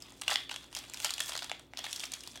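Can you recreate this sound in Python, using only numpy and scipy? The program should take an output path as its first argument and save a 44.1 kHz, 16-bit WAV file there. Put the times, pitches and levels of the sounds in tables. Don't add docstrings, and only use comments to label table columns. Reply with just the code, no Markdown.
import sys
import numpy as np
from scipy import signal
from scipy.fft import rfft, irfft
from scipy.io import wavfile
from scipy.ndimage import uniform_filter1d

SR = 44100
rng = np.random.default_rng(int(sys.argv[2]) if len(sys.argv) > 2 else 0)


def bounce(signal):
    frames = np.transpose(np.atleast_2d(signal))
    limited = np.clip(frames, -1, 1)
    pcm = np.round(limited * 32767).astype(np.int16)
    wavfile.write(sys.argv[1], SR, pcm)


N = 105840
LEVEL_WINDOW_S = 0.004


def amp(db):
    return 10 ** (np.asarray(db) / 20)


def unit(x):
    return x / np.sqrt(np.sum(x ** 2, axis=-1, keepdims=True) + 1e-20)


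def band(x, edges_hz, order=2):
    return signal.sosfilt(signal.butter(order, edges_hz, "band", fs=SR, output="sos"), x)


def colour(x, points):
    hz, db = np.array(points, float).T
    f = np.maximum(np.fft.rfftfreq(len(x), 1 / SR), 1)
    return irfft(rfft(x) * amp(np.interp(np.log(f), np.log(hz), db)), len(x))


def resonance(f, hz, q):
    s = 1j * f / hz[:, None]
    return (s / q) / (1 + s / q + s ** 2)


def appliance():
    # f/Hz, relative level/dB
    air_spectrum = [(20, -15), (45, 1), (75, 0.5), (130, 0), (190, 0.5), (280, 4), (380, -2.5), (500, -1.5),
                    (900, -9.5), (1500, -14.5), (3200, -32), (8000, -33), (16000, -29)]
    # f/Hz, level/dB
    tones = [(60, -69.5), (120, -70.5), (269.2, -70.5), (306.8, -73.5), (360.3, -71.5)]
    t = np.arange(N) / SR
    air = unit(colour(rng.standard_normal(N), air_spectrum)) * np.sqrt(N) * amp(-63)
    hum = sum(np.sqrt(2) * amp(db) * np.sin(2 * np.pi * (hz * t + rng.random())) for hz, db in tones)
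    return air + hum


def room(x, low_t60_s=0.27, treble_t60_s=0.26, gap_s=0.0049):
    # f/Hz, relative level/dB
    tail_spectrum = [(300, -4), (700, -9.5), (1200, -2), (2200, -5), (2950, -4.5), (3700, -5.5),
                     (4700, -4.5), (6000, -9.5), (9000, -8.5), (16000, -3)]
    t = np.arange(SR // 2) / SR
    noise = rng.standard_normal(len(t))
    low = signal.sosfiltfilt(signal.butter(2, 5500, fs=SR, output="sos"), noise)
    decay = low * 1000 ** (-t / low_t60_s) + (noise - low) * 1000 ** (-t / treble_t60_s)
    onset = np.clip(t / gap_s - 0.5, 0, 1)
    response = rfft(decay * onset)
    whitened = irfft(response / uniform_filter1d(np.abs(response), size=24), len(t))
    tail = colour(unit(whitened * onset), tail_spectrum)
    return amp(-4) * signal.fftconvolve(x, tail[:SR * 2 // 5])[:N]


def sleeve(x, modes_hz=(3230, 3700), t60_s=0.35):
    t = np.arange(SR // 2) / SR
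    ring = band(rng.standard_normal(len(t)), modes_hz) * 1000 ** (-t / t60_s)
    return amp(-19) * signal.fftconvolve(x, unit(ring))[:N]


def sizzle(band_hz=(11300, 15400)):
    # centre t/s, half length/s, level/dB
    peels = [(1.034, 0.017, -52), (1.274, 0.024, -53)]
    t = np.arange(N) / SR
    ticks = band(rng.standard_normal(N) * np.exp(rng.standard_normal(N)), band_hz)
    envelope = sum(amp(db) * np.exp(-((t - at) / half) ** 2) for at, half, db in peels)
    return unit(ticks) * np.sqrt(N) * envelope


def buckles(times, flex_db, ring_db, crack_db, facet_hz, slip_scale=1, size=1024):
    t, f = np.arange(size) / SR, np.fft.rfftfreq(size, 1 / SR)
    chance = rng.standard_normal((len(times), 2, size))
    jump = np.sign(chance[:, 0, :1]) * (t == 0)
    slips = chance[:, 0] * np.exp(0.79 * chance[:, 1])
    echo_s = 0.002 * np.exp(0.199 * chance[:, 1, -1:])
    tray = 1 + amp(-8) * np.exp(-2j * np.pi * f * echo_s)

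    def drive(decay_s, response=1):
        force = jump + 1.23 * unit(slips * np.exp(-t / decay_s))
        return irfft(rfft(force) * tray * response)

    broad_hump = resonance(f, facet_hz, q=0.93) ** 2
    facet = broad_hump * (1 + amp(4) * resonance(f, facet_hz, q=4.8))
    overtone = 1 + amp(14) * resonance(f, 1.42 * facet_hz, q=4.8)
    flex = band(drive(0.0034 * slip_scale), (630, 1690), order=3)
    ring = drive(0.0025 * slip_scale, facet)
    sharp = drive(0.0011 * slip_scale, overtone)
    crack = band(sharp, (4760, 9670)) - amp(-27) * band(sharp, (9670, 18000))
    parts = (flex, flex_db + 1), (ring, ring_db + 3), (crack, crack_db - 4.5)
    sounds = sum(unit(part) * amp(db)[:, None] for part, db in parts) * np.sqrt(LEVEL_WINDOW_S * SR)
    out = np.zeros(N + size)
    for start, sound in zip(np.clip(times * SR, 0, N).astype(int), sounds):
        out[start:start + size] += sound
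    return out[:N]


def crackle(creases_per_s=850, spread_db=4.5):
    # t/s, relative body level/dB, relative treble level/dB
    contour = [(0, -61.5, -50.5), (0.09, -56.5, -69), (0.19, -66.5, -54.5), (0.27, -53, -78),
               (0.297, -37, -39), (0.32, -34, -42), (0.345, -45.5, -39), (0.375, -46, -65),
               (0.44, -60, -50.5), (0.485, -62, -88), (0.516, -44, -59), (0.57, -66.5, -51.5),
               (0.64, -54.5, -61), (0.7, -69, -69), (0.769, -44, -44), (0.82, -54.5, -59), (0.88, -58, -57),
               (0.95, -52, -55), (1.02, -50.5, -40.5), (1.059, -35.5, -46), (1.1, -54.5, -44),
               (1.16, -53.5, -50), (1.23, -55, -39.5), (1.29, -45.5, -39), (1.34, -44, -53),
               (1.4, -69, -47), (1.44, -47, -61), (1.47, -57, -50), (1.56, -59, -97), (1.62, -73, -61),
               (1.72, -73, -101), (1.765, -59, -78), (1.787, -41.5, -66), (1.82, -54.5, -63),
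               (1.85, -46, -57), (1.92, -55.5, -41.5), (2.01, -50, -43), (2.05, -50, -42), (2.09, -61, -59),
               (2.138, -44, -61), (2.19, -62, -52), (2.27, -54, -58), (2.32, -65.5, -46.5),
               (2.36, -50.5, -66), (2.4, -67, -68)]
    at, body_curve, treble_curve = np.array(contour, float).T
    count = int(creases_per_s * N / SR)
    jitter, strength, brightness, pitch = rng.standard_normal((count, 4)).T
    times = np.abs(np.arange(count) + jitter) / creases_per_s
    size_db = spread_db * np.minimum(strength, 2)
    size_db -= 10 * np.log10(np.mean(amp(size_db) ** 2) * creases_per_s * LEVEL_WINDOW_S)
    body_db = np.interp(times, at, body_curve) + size_db
    treble_db = np.interp(times, at, treble_curve) + size_db
    return buckles(times, flex_db=body_db - 9.5 - 2 * brightness, ring_db=body_db - 3,
                   crack_db=treble_db - 3 + 2 * brightness, facet_hz=3400 * np.exp(0.3 * pitch),
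                   slip_scale=0.53)


def pops(thump_hz=800, thump_decay_s=0.00096, tick_decay_s=0.00058, tray_echo_s=0.001405, size=1024):
    # t/s, ring level/dB, f/Hz, decay/s, thump level/dB, tick level/dB
    panels = [(0.2799, -15, 2810, 0.0014, -31, -11.5), (0.3203, -30, 2880, 0.00088, -20.5, -23),
              (0.358, -11, 3190, 0.00079, -54, -7.5), (0.4963, -24, 2800, 0.00074, -44, -35),
              (1.5157, -14.5, 2500, 0.00033, -22, -14.5), (1.7358, -27.5, 2060, 0.00038, -34.5, -33),
              (2.0365, -22, 2500, 0.00073, -46, -21)]
    t = np.arange(size) / SR
    out = np.zeros(N + 2 * size)
    for at, ring_db, hz, decay_s, thump_db, tick_db in panels:
        ring = amp(ring_db) * np.sin(2 * np.pi * hz * t) * np.exp(-t / decay_s)
        thump = amp(thump_db) * np.sin(2 * np.pi * thump_hz * t) * np.exp(-t / thump_decay_s)
        burst = rng.standard_normal(size) * np.exp(-t / tick_decay_s)
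        tick = amp(tick_db) * unit(band(burst, (4000, 7600), order=1))
        start = int(at * SR)
        out[start:start + size] += band(ring + thump + tick, (670, 8300))
    echo = amp(-11) * np.roll(out, int(tray_echo_s * SR))
    return (out + echo)[:N]


def snaps():
    # t/s, relative flex, ring and crack level/dB, facet f/Hz
    creases = [(0.0226, -61.5, -45, -56, 5330), (0.1218, -56.5, -63, -49.5, 4370),
               (0.2139, -51, -47, -37.5, 5770), (0.2186, -42.5, -40, -31.5, 2560),
               (0.2353, -54, -46, -63, 3500), (0.2815, -39.5, -31.5, -37, 3200),
               (0.2962, -37, -39, -45, 2140), (0.3069, -44, -45, -43, 3350),
               (0.3111, -49, -35.5, -48, 3550), (0.3137, -60, -34.5, -43, 1770),
               (0.3259, -37.5, -38.5, -49, 4350), (0.332, -60, -45, -32, 3470.0),
               (0.3402, -54, -36.5, -45, 4670), (0.3561, -47.5, -32.5, -58, 1840),
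               (0.494, -50, -46, -51, 4200), (0.5116, -66, -50, -44, 4700), (0.5134, -40, -38.5, -48, 3010),
               (0.5418, -47.5, -43.5, -43, 3900), (0.5615, -46.5, -39.5, -37, 3340),
               (0.628, -65, -63, -53, 3300), (0.7279, -53, -51, -43.5, 2950),
               (0.7501, -71, -41.5, -30.5, 2980), (0.7654, -45, -41, -59, 5360),
               (0.7706, -64, -42, -48, 5430), (0.789, -73, -46, -46, 5400), (0.84, -53.5, -50.5, -51, 3060),
               (0.8982, -55, -51, -41, 4800), (0.9367, -75, -45, -35, 2220),
               (0.9436, -50, -41.5, -47, 5500), (0.9727, -59, -44.5, -38.5, 3400),
               (1.0015, -47.5, -41.5, -33, 2970), (1.0312, -59, -48, -48, 4000),
               (1.046, -35.5, -33, -22.5, 3000), (1.0477, -41, -32, -31, 5230),
               (1.0555, -46, -36, -31, 3020), (1.0935, -66, -37.5, -53, 2980),
               (1.1064, -43, -33, -37, 4270), (1.1385, -69, -34.5, -38, 4340),
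               (1.1809, -50.5, -38, -40, 3140), (1.194, -52, -41, -45.0, 4300),
               (1.2039, -73, -35.5, -26, 1730), (1.2063, -43, -31.5, -54, 3420),
               (1.2194, -54, -43, -35, 3720), (1.2602, -63, -45, -46, 5200), (1.294, -42.5, -39, -37, 5400),
               (1.3202, -45, -39.5, -46, 3370), (1.3528, -38.5, -38, -40.0, 4160.0),
               (1.3643, -45, -39, -44.0, 4270), (1.3765, -49, -36.5, -39, 4300),
               (1.3914, -57, -38.5, -55, 3740), (1.4223, -41, -41.5, -61, 3730),
               (1.4288, -49, -42.5, -62, 4400), (1.444, -48, -44, -34.5, 3220),
               (1.496, -44.5, -39.5, -59, 3600), (1.5953, -54, -53, -47, 3500),
               (1.7729, -52, -38.5, -65, 3840), (1.7902, -44.5, -40, -41, 3520),
               (1.842, -41.5, -38.5, -39, 3820), (1.8527, -68, -42, -67, 4300),
               (1.8657, -47, -39.5, -41, 1970), (1.929, -80, -36, -31, 3660), (1.962, -68, -38, -62, 5030),
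               (1.9962, -60, -46.5, -32, 3380), (2.0037, -77, -41, -54, 3520),
               (2.0397, -45, -39, -43, 3750), (2.0547, -77, -42.5, -53, 5570),
               (2.1195, -60, -43, -35, 4500), (2.1373, -74, -38.5, -29.5, 4100),
               (2.207, -63, -46.5, -51, 5030), (2.2362, -76, -48, -43, 3230),
               (2.2747, -52.5, -43, -47, 4900), (2.357, -49, -48, -40, 3000),
               (2.3746, -52.5, -48, -46, 3230)]
    return buckles(*np.array(creases, float).T)


def scene():
    hum = appliance()
    foil = snaps() + pops() + sizzle() + crackle()
    return (foil + sleeve(foil) + room(foil) + hum)[None]


def record(dry, cutoff_hz=16000):
    return signal.sosfilt(signal.ellip(10, 0.2, 70, cutoff_hz, fs=SR, output="sos"), dry)


dry = scene()
out = record(dry)
bounce(out)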